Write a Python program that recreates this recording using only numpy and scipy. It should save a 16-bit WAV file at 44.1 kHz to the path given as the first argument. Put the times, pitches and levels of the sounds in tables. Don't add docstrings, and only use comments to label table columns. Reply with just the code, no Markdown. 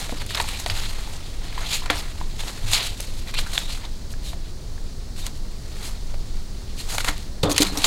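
import sys
import numpy as np
from scipy import signal
from scipy.fft import rfft, irfft
from scipy.io import wavfile
from scipy.ndimage import uniform_filter1d

SR = 44100
rng = np.random.default_rng(int(sys.argv[2]) if len(sys.argv) > 2 else 0)


def transcribe(signal):
    frames = np.atleast_2d(signal).T
    limited = np.clip(frames, -1, 1)
    pcm = np.round(limited * 32767).astype(np.int16)
    wavfile.write(sys.argv[1], SR, pcm)


def voltage_ratio(level):
    return 10 ** (np.asarray(level, float) / 20)


N = 346626

# pitch_hz, level_db (per Hz)
PAPER_COLOUR = [(240, -37), (400, -11.5), (900, -7), (1600, -9), (2100, -3), (2900, 0.5), (3500, 2),
                (4200, 3), (4900, -4.5), (5750, -11), (6600, -9.5), (9000, -14.5), (12000, -18),
                (16000, -30)]
# low_hz, high_hz
PAPER_BANDS = [
    (350, 1900),
    (2000, 5200),
    (6100, 17000),
]

# time_s, hiss_db
HANDLING = [(0, -33.5), (.28, -41.5), (.46, -31.5), (.64, -37), (.94, -35.5), (1.31, -40.5), (1.6, -43),
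            (2.05, -40.5), (2.34, -43.5), (2.6, -37), (3.2, -44.5), (3.5, -37.5), (3.87, -48), (5.1, -52.5),
            (5.7, -49), (6.4, -49), (7.2, -45.5), (7.42, -69)]
HANDLING_BODY_DB, HANDLING_SHEEN_DB = -4, -5.5
# peak_s, length_s, hiss_db, body_db (re hiss), sheen_db (re hiss)
PULLS = [(.11, .07, -33, -12, -11), (.22, 0.033, -34, 3.5, 0), (.38, 0.048, -24.5, -2.5, -9),
         (.535, 0.1, -29.5, -5.5, -8), (.6, 0.09, -34.5, -12, 2), (.68, 0.03, -29.5, -4, -1),
         (.86, 0.051, -30, -5, -18), (1.49, 0.2, -36, -5, -22), (1.64, 0.13, -35.5, 5.5, -15),
         (1.74, 0.16, -19, -8.5, -5.5), (1.86, 0.036, -34, -3, -6), (1.99, 0.08, -27.5, -11, -4.5),
         (2.49, 0.074, -32, -0.5, -5), (2.735, 0.08, -19.5, -14, -0.5), (2.87, 0.087, -26.5, -17, -7),
         (3.19, 0.073, -38.5, -16, -9), (3.295, 0.055, -38, 4, -5), (3.39, 0.034, -18, -7, -8.5),
         (3.72, 0.18, -31.5, -7, -5), (3.85, 0.073, -40, 2, -16), (5.19, 0.049, -35, -4, -4),
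         (5.27, 0.074, -35, 0, -3), (5.36, 0.19, -44.5, -8, -3), (5.87, 0.3, -36.5, -2.5, -2.5),
         (7.086, 0.035, -24, 4.5, -5), (7.595, 0.043, -22, -5, -3), (7.628, 0.067, -20.5, -2, -5.5),
         (7.86, 0.051, -13.5, -7.5, -1.5)]
# peak_s, length_s, hiss_db, body_db (re hiss), sheen_db (re hiss)
SPRINGS = [(0, 0.034, -33, -2, 5), (.3, 0.096, -31, -20, -5), (.41, 0.053, -27, -3, -2),
           (.7, 0.056, -22, -2.5, -8), (.765, 0.12, -24, -7, -9.5), (1.9, 0.041, -20.5, 2, -20),
           (1.92, 0.15, -35.5, 10.5, -3), (2.405, .06, -30, -11, -2.5), (2.75, 0.11, -14.5, -7, -8),
           (2.8, 0.086, -27, -5, -10.5), (3.0, 0.22, -34.5, -8, -1.5), (3.35, 0.026, -27, -2, -18),
           (3.41, 0.079, -30.5, -8, -12), (3.55, 0.12, -25, -6, -6), (4.27, 0.15, -43.5, -1, -12),
           (6.81, .06, -34, -7, -2), (6.94, 0.14, -30.5, 0, -0.5), (7.0, .06, -31, -11, -9),
           (7.11, 0.21, -38, 0.5, -4.5), (7.44, 0.033, -23, -27, -9), (7.46, 0.14, -35, -1, -21),
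           (7.51, 0.041, -28.5, 1, 1), (7.65, 0.12, -26, -4, -6), (7.77, 0.18, -31.5, -5, -5)]
STROKE_DB = 12
PULL_RISE, SPRING_RISE = 0.64, 0.35
# start_s, stop_s
RUBBING_DIPS = [
    (1.882, 1.9),
    (7.4, 7.431),
]

# start_s, kick_peak_db, ring_hz, flutter_db (re kick)
GATHERING_SNAPS = [(.094, -16.5, 647, -20), (0.204, -28, 3620, -6), (.263, -36, 610, -8),
                   (0.293, -32, 647, -24), (.306, -19, 1820, -5.5), (0.347, -3.5, 5130, -14),
                   (.373, -2.5, 3820, -21), (.399, -6.5, 970, -10), (.487, -12.5, 3750, -10),
                   (.662, -8.5, 755, -16), (.7, -2, 4700, -21), (0.764, -17, 3940, -11),
                   (0.859, -15, 3660, -13.5), (1.074, -29, 800, -24), (1.526, -21, 2250, -14),
                   (1.578, -14, 1020, -15.5), (1.591, -24, 990, -21), (1.821, -22.5, 1040, -24),
                   (1.86, -23, 990, -5.5), (1.901, -3.5, 730, -10.5), (2.213, -12.5, 1000, -31),
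                   (2.393, -17, 3530, -11.5), (2.434, -30, 830, -2.5), (2.477, -24, 3090, -11),
                   (2.4957, -25, 3980, -16)]
# start_s, kick_peak_db, ring_hz, flutter_db (re kick)
COUNTING_SNAPS = [(2.662, -33, 4190, -16), (2.714, -16, 3850, -9), (2.733, 3, 3700, -17),
                  (2.828, -9.5, 3924, -17), (3.0, -21, 2750, -7.5), (3.273, -25, 1990, -11),
                  (3.339, -13.5, 2420, -13.5), (3.387, -4.5, 2900, -19.5), (3.463, -22, 1400, -15),
                  (3.469, -20, 1520, -16), (3.532, -16.5, 3730, -10), (3.577, -16.5, 3270, -7),
                  (3.684, -30, 3710, -15), (3.748, -23, 2300, -15), (3.7736, -29, 1460, -9),
                  (3.8427, -30, 880, -17), (3.851, -14.5, 3650, -27), (4.331, -18.5, 680, -22),
                  (4.7794, -40, 832, -11), (5.163, -28, 4180, -12), (5.2654, -15, 3420, -18),
                  (5.828, -24.5, 4100, -10), (6.141, -26, 603, -15)]
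# start_s, kick_peak_db, ring_hz, flutter_db (re kick)
LAYING_SNAPS = [(6.802, -14, 4200, -20), (6.888, -29, 826, -10), (6.903, -19, 3660, -10),
                (6.9808, -14, 1510, -9), (7.004, -13.5, 1430, -11), (7.045, -14, 980, -6.5),
                (7.084, -4.5, 3970, -12.5), (7.4337, -3, 3540, -15), (7.496, -10, 640, -18),
                (7.515, -15.5, 3400, -9), (7.545, -16, 3400, -12), (7.5618, -8, 4670, -9),
                (7.58, 2.5, 4370, -11), (7.62, 0, 4270, -22), (7.667, -8.5, 4100, -12.5),
                (7.754, -20.5, 850, -24), (7.773, -10, 4400, -12.5), (7.842, 5, 4250, -12.5)]
# body_db, sheen_db
GRIPS = [
    (-1, -2.5),
    (-0.5, 4),
    (-2, 0),
]
BODY_DB_PER_OCTAVE = -3.5

# start_s, peak_db, push_hz, ring_hz, ring_db (re push)
CRACKS = [(0.094, -21, 2000, 2500, -6), (.1235, -18, 610, 594, -4), (.1495, -28, 1500, 4000, -2),
          (.352, -16, 1200, 3000, -10), (.3995, -12, 1860, 895, 1.5), (.444, -24, 1500, 870, 2),
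          (.6615, -30, 1010, 776, 10), (.6995, -7, 2470, 4600, -9), (1.0745, -33.5, 1200, 855, 7),
          (1.9004, -2, 1780, 3350, -3), (1.9019, -8, 1780, 3300, -6), (2.2125, -22, 1210, 980, -3),
          (2.7335, -25, 3000, 3680, 4), (3.348, -16, 2510, 4030, -2), (3.5785, -6, 1830, 3480, 8),
          (4.138, -24, 1690, 1750, -3), (4.3316, -24, 1220, 700, -3), (5.266, -24, 1500, 2010, -3),
          (7.0912, -11.5, 1490, 1900, -8), (4.779, -37, 1800, 1690, 7.5), (6.1415, -37, 1790, 646, -8),
          (6.9825, -7.5, 1430, 1500, -5), (6.9838, -8.5, 1410, 1450, -15), (7.4335, -10, 800, 3600, 4.5),
          (7.58, -18, 2500, 4200, -9), (7.6202, -3.5, 3520, 4200, 6), (7.6215, -1, 3500, 6300, 3)]
ECHO_MS, ECHO_DB = 1.26, -12

# middle_s, length_s, hiss_db, sheen_db
BRUSHES = [(6.797, 0.074, -35.5, -38), (0.214, 0.024, -36, -46), (3.295, 0.07, -41, -44),
           (4.11, 0.04, -45, -48), (4.279, 0.15, -40.5, -39.5), (5.204, 0.11, -42, -40.5),
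           (5.858, 0.12, -39.5, -37.5), (6.906, 0.069, -37, -35)]
# start_s, stop_s, sheen_db
ZIPS = [(4.114, 4.133, -39.5), (5.257, 5.271, -36), (3.175, 3.203, -41), (6.99, 7.012, -32),
        (3.385, 3.415, -34), (2.394, 2.51, -40.5), (3.528, 3.6, -37.5), (7.771, 7.788, -27),
        (2.821, 2.875, -32), (6.889, 6.967, -34), (7.05, 7.1, -31), (7.495, 7.531, -25.5),
        (7.604, 7.634, -17.5)]
ZIP_GROWS_DB = 4.5
# start_s, peak_db, sheen_db (re hiss)
TICKS = [(0.027, -27, -8), (.036, -35, -10), (.264, -33, 9), (.306, -35, -1), (.321, -28, -4),
         (.341, -28, -12), (0.356, -23, 4), (.392, -26, -10), (.414, -20, -2), (.425, -21, -3),
         (.441, -21, -10), (.461, -39, 5), (.4875, -25, 5), (.51, -30, -8), (0.662, -19, -4),
         (.674, -34, 3), (.682, -26, 2), (0.702, -20, -12), (.785, -26, -4), (0.791, -28, -3),
         (.797, -30, -6), (.835, -27, -13), (1.859, -30, 3), (1.913, -24, -8), (1.957, -30, -4),
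         (2.745, -17, -1), (2.751, -19, -3), (2.759, -18, -5), (2.768, -19, -8), (2.829, -30, -12),
         (2.85, -26, -4), (2.873, -32, -3), (2.977, -40, 6), (3.005, -24, 6), (3.017, -36, 8),
         (3.047, -42, 10), (3.052, -42, 10), (3.2833, -30, -6), (3.312, -38, 6), (3.59, -20, -3),
         (3.633, -30, -1), (3.73, -31, -3), (4.129, -49, 14), (5.266, -26.5, 9.5), (5.28, -36, 0),
         (6.955, -30, 3), (7.008, -28, 0), (6.982, -11, -1), (7.0455, -20, 2), (7.18, -29.5, 0),
         (7.58, -6, 2), (7.843, -19, -5), (7.431, -18, -3), (7.5156, -18, 5), (7.565, -18, -9),
         (7.612, -20, 0), (7.627, -17, -6), (7.633, -17, 0), (7.65, -19, -8), (7.774, -24, 6),
         (7.786, -28, 2), (7.822, -22, -4)]
TICK_T60_S = 0.0065
# start_s, stop_s,
# from_hz, to_hz, rms_db
WHISTLES = [(0.52, 0.572, 2400, 2400, -36.5), (1.6, 1.645, 6600, 6600, -42), (1.687, 1.77, 7000, 6700, -34),
            (2.718, 2.772, 6700, 6900, -32), (2.782, 2.816, 4200, 2600, -37),
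            (3.346, 3.398, 2250, 3400, -32), (3.53, 3.575, 4000, 3600, -35), (3.601, 3.7, 3700, 3800, -38),
            (4.235, 4.32, 4200, 3600, -40), (5.21, 5.268, 3700, 3750, -42), (1.93, 2.01, 5400, 5400, -45),
            (0.17, .232, 5200, 4000, -42), (7.6, 7.67, 300, 297, -26), (7.49, 7.55, 300, 310, -27),
            (7.843, 7.86, 6800, 7300, -18), (7.771, 7.782, 5300, 6300, -24), (7.513, 7.53, 5700, 7400, -24),
            (6.9, 6.97, 6600, 6700, -41), (7.445, 7.49, 3350, 3600, -33), (7.49, 7.555, 3450, 3350, -35),
            (7.46, 7.515, 520, 610, -27), (7.48, 7.53, 1100, 1120, -31), (7.66, 7.73, 4100, 4200, -34)]
WHISTLE_WIDTH = 0.034

# start_s, peak_db, contact_ms
KNOCKS = [(0.1235, -29, 1.2), (0.132, -29.5, 1), (0.139, -44, 1.2), (1.901, -20.5, 3.3), (2.451, -39, 0.86),
          (7.088, -27.5, 2.2), (7.434, -18, 0.74), (7.603, -13, 1.7), (7.721, -24, 2.9)]
# pitch_hz, level_db, t60_s
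TABLE_MODES = [(299, 3, .17), (350, -10, .05), (420, -3, .1), (475, -3, .1), (530, -5, .07), (700, -9, .06),
               (950, -11, .05), (1150, -16, .03)]
# start_s, peak_db, pitch_hz, t60_s
BUMPS = [(0.69, -25, 94, 0.4), (2.637, -23.5, 104.4, 0.77), (3.368, -25.5, 125, 0.089),
         (6.932, -27, 97, 0.42), (7.433, -16, 94, 0.26), (7.435, -9, 163, 0.09), (7.434, -17, 500, 0.12),
         (7.452, -18, 480, 0.098), (7.434, -24, 1200, .06), (7.605, -19, 390, 0.076),
         (1.903, -22, 700, .12), (.664, -27, 600, 0.072), (7.599, -23, 180, 0.14),
         (7.656, -26.5, 190, 0.52)]
# time_s, level_db
DRAG = [(7.429, -42), (7.434, -14.5), (7.514, -20), (7.588, -37), (7.606, -27), (7.676, -44),
        (7.776, -21.5), (7.838, -41), (7.86, -11.5)]

ROOM_T60_S, ROOM_DB = 0.2, -20
# pitch_hz, level_db (per Hz)
RUMBLE_COLOUR = [(8.8, -32), (15, 5.5), (31, -8), (59, -13), (206, -28.5), (315, -33), (347, -32.5),
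                 (551, -38.5), (794, -42.5), (1500, -53.5), (1950, -51), (3300, -120)]
RUMBLE_DB = -24.5
# pitch_hz, level_db (per Hz)
HISS_COLOUR = [(500, -16.5), (1200, -8), (2600, -13), (3500, -8.5), (4300, -1.5), (5000, -4), (5700, -5.5),
               (6500, -7), (9000, -12.5), (14500, -23), (15600, -15), (16500, -48)]
HISS_DB = -46.5
TOP_HZ = 15900


def unit(x):
    return x / np.sqrt(np.mean(x ** 2))


def colour(x, points):
    hz, db = np.transpose(points)
    grid = np.linspace(1, SR / 2, 4097)
    log_gain = np.interp(np.log(grid), np.log(hz), db) * np.log(10) / 20
    cepstrum = irfft(log_gain)
    cepstrum[1:4096] *= 2
    cepstrum[4097:] = 0
    impulse = irfft(np.exp(rfft(cepstrum)))
    return signal.fftconvolve(x, impulse, axes=-1)[..., :N]


def band(x, edges):
    return signal.sosfilt(signal.butter(3, edges, "bandpass", fs=SR, output="sos"), x)


def walk(rate):
    hold = int(SR / rate)
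    steps = np.repeat(rng.standard_normal(N // hold + 1), hold)
    return unit(uniform_filter1d(uniform_filter1d(steps, hold), hold)[:N])


def fade(t, t60):
    return np.exp(-np.log(1000) * t / t60)


def add(track, s, sound):
    i = int(s * SR)
    track[..., i:i + sound.shape[-1]] += sound[..., :N - i]


def rubbing():
    grip = voltage_ratio(1.12 * walk(35) + 1.78 * walk(170))
    crackle = creases(count=12000)
    gains = sliding() * voltage_ratio([[-7.5], [-6.5], [-3.0]])
    tracks = []
    for gain, crackle_share in zip(gains, (0.6, 0.5, 0.5)):
        fibres = rng.standard_normal(N) + crackle_share * crackle
        tracks.append(gain * voltage_ratio(1.5 * walk(30)) * grip * fibres)
    rub = np.array(tracks)
    for start, stop in RUBBING_DIPS:
        rub[:, int(start * SR):int(stop * SR)] *= voltage_ratio(-14)
    return rub


def sliding():
    t = np.arange(N) / SR
    handling_db = np.interp(t, *np.transpose(HANDLING))
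    power = voltage_ratio([[HANDLING_BODY_DB], [0], [HANDLING_SHEEN_DB]] + handling_db) ** 2
    for strokes, rise in ((PULLS, PULL_RISE), (SPRINGS, SPRING_RISE)):
        for s, length, hiss_db, body_db, sheen_db in strokes:
            near = slice(max(int((s - 3 * length) * SR), 0), int((s + 3 * length) * SR))
            away = np.maximum((s - t[near]) / rise, (t[near] - s) / (1 - rise)) / length
            stroke_db = hiss_db - STROKE_DB * away
            power[:, near] += voltage_ratio([[body_db], [0], [sheen_db]] + stroke_db) ** 2
    return np.sqrt(power)


def creases(count):
    when, pitch, size = rng.random((count, 3)).T
    hz = 600 * 16.0 ** pitch[:, None]
    t = np.arange(400) / SR
    level = voltage_ratio(np.minimum(-3.5 * np.log(size), 8.5))[:, None]
    grains = level * np.sin(2 * np.pi * hz * t) * np.exp(-t * np.sqrt(hz) * 30)
    place = (when * (N - 400)).astype(int)[:, None] + np.arange(400)
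    return unit(np.bincount(place.ravel(), (grains * np.sqrt(hz)).ravel(), N))


def snaps():
    t = np.arange(6000) / SR
    kicks, flutter = np.zeros(N), np.zeros((3, N))
    swell = 1 - np.exp(-t / np.array([[0.0003], [0.0003], [0.0025]]))
    stages = (GATHERING_SNAPS, COUNTING_SNAPS, LAYING_SNAPS)
    buckles = [(*snap, *grip) for table, grip in zip(stages, GRIPS) for snap in table]
    for s, peak_db, hz, hiss_db, body_db, sheen_db in buckles:
        ring = np.sin(2 * np.pi * hz * t) * np.exp(-t * hz / 3.0) * (1 - np.exp(-t / 0.0003))
        ring *= voltage_ratio(-2.5) * min(hz / 1000.0, 1)
        shiver = band(rng.standard_normal(len(t)), (hz * 0.77, hz * 1.12)) * fade(t, 0.023)
        shiver *= voltage_ratio(-20.5) / np.abs(shiver).max()
        add(kicks, s, voltage_ratio(peak_db) * (ring + shiver))
        body_db = body_db + BODY_DB_PER_OCTAVE * np.log2(hz / 2000)
        shares = voltage_ratio(hiss_db + np.array([[body_db], [0], [sheen_db]]))
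        noise = rng.standard_normal((3, len(t)))
        add(flutter, s, voltage_ratio(peak_db) * shares * swell * fade(t, 0.033) * noise)
    return kicks, flutter


def cracks():
    t, out = np.arange(800) / SR, np.zeros(N)
    for s, peak_db, push_hz, ring_hz, ring_db in CRACKS:
        late = (t * push_hz - 0.8) * np.sqrt(2) * np.pi
        push = (1 - late ** 2) * np.exp(-late ** 2 / 2)
        onset = 1 - np.exp(-(t / 0.00015) ** 2)
        ring = np.sin(2 * np.pi * ring_hz * t) * np.exp(-t * ring_hz / 3.1) * onset
        add(out, s, voltage_ratio(peak_db) * (push + voltage_ratio(ring_db) * ring))
        add(out, s + ECHO_MS / 1000, voltage_ratio(peak_db + ECHO_DB) * push)
    return out


def brushes():
    out = np.zeros((3, N))
    for s, length, hiss_db, sheen_db in BRUSHES:
        size = int(length * SR)
        stroke = np.hanning(size) * rng.standard_normal((2, size))
        add(out[1:], s - length / 2, voltage_ratio([[hiss_db], [sheen_db]]) * stroke)
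    return out


def slips():
    out, t = np.zeros((3, N)), np.arange(800) / SR
    for start, stop, sheen_db in ZIPS:
        size = int((stop - start) * SR)
        growth_db = ZIP_GROWS_DB * np.linspace(-1, 0, size)
        add(out[2], start, voltage_ratio(sheen_db + growth_db) * rng.standard_normal(size))
    for s, peak_db, sheen_db in TICKS:
        levels = voltage_ratio([[peak_db - 24], [peak_db], [peak_db + sheen_db]])
        add(out, s, levels * fade(t, TICK_T60_S) * rng.standard_normal(len(t)))
    return out


def paper_bands(tracks):
    click = colour(np.arange(N) == 0, PAPER_COLOUR)
    out = np.zeros(N)
    for track, edges in zip(tracks, PAPER_BANDS):
        gain = np.linalg.norm(band(click, edges))
        out += band(colour(track, PAPER_COLOUR), edges) / gain
    return out


def whistles():
    out = np.zeros(N)
    for start, stop, from_hz, to_hz, rms_db in WHISTLES:
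        size = int((stop - start) * SR)
        smooth = signal.butter(2, WHISTLE_WIDTH * from_hz + 40, fs=SR)
        waver = signal.lfilter(*smooth, rng.standard_normal((2, 6000)))[:, -size:]
        carrier = np.exp(2j * np.pi * np.cumsum(np.linspace(from_hz, to_hz, size)) / SR)
        tone = unit(waver[0] * carrier.real + waver[1] * carrier.imag)
        add(out, start, voltage_ratio(rms_db) * np.sqrt(np.hanning(size)) * tone)
    return out


def knocks():
    t, force, thumps = np.arange(20000) / SR, np.zeros(N), np.zeros(N)
    top = sum(voltage_ratio(db) * np.sin(2 * np.pi * hz * t) * fade(t, t60) for hz, db, t60 in TABLE_MODES)
    for s, peak_db, contact_ms in KNOCKS:
        push = np.hanning(int(contact_ms * SR / 1000) + 3)
        add(force, s, voltage_ratio(peak_db) * push / push.sum())
    drag_db = np.interp(np.arange(N) / SR, *np.transpose(DRAG), left=-120)
    force += voltage_ratio(drag_db - 4.5) * rng.standard_normal(N) / np.linalg.norm(top)
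    for s, peak_db, hz, t60 in BUMPS:
        onset = 1 - np.exp(-t / 0.0015)
        add(thumps, s, voltage_ratio(peak_db) * np.sin(2 * np.pi * hz * t) * fade(t, t60) * onset)
    scrape = voltage_ratio(drag_db - 11.0) * unit(band(rng.standard_normal(N), (380, 1250)))
    return thumps + scrape + signal.fftconvolve(force, top)[:N]


def room(x):
    t = np.arange(16000) / SR
    tail = band(rng.standard_normal(len(t)), (100, 7000)) * fade(t, ROOM_T60_S) * (t > 0.004)
    return x + voltage_ratio(ROOM_DB) * signal.fftconvolve(x, tail / np.linalg.norm(tail))[:N]


def air():
    rumble = unit(colour(rng.standard_normal(N), RUMBLE_COLOUR))
    hiss = unit(colour(rng.standard_normal(N), HISS_COLOUR))
    return voltage_ratio(RUMBLE_DB + 0.19 * walk(1.5)) * rumble + voltage_ratio(HISS_DB + 0.37 * walk(3.2)) * hiss


def scene():
    kicks, flutter = snaps()
    paper = paper_bands(rubbing() + flutter + brushes() + slips())
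    hands = kicks + cracks() + knocks() + whistles()
    return (room(paper + hands) + air())[None]


def low_pass(x):
    return signal.sosfilt(signal.butter(12, 16450, fs=SR, output="sos"), x)


def record(dry):
    rounded = np.tanh(0.54 * dry) / 0.67
    cut = signal.ellip(10, 0.2, 85, TOP_HZ, fs=SR, output="sos")
    mix = signal.sosfilt(cut, rounded)
    return low_pass(mix)


dry = scene()
out = record(dry)
transcribe(out)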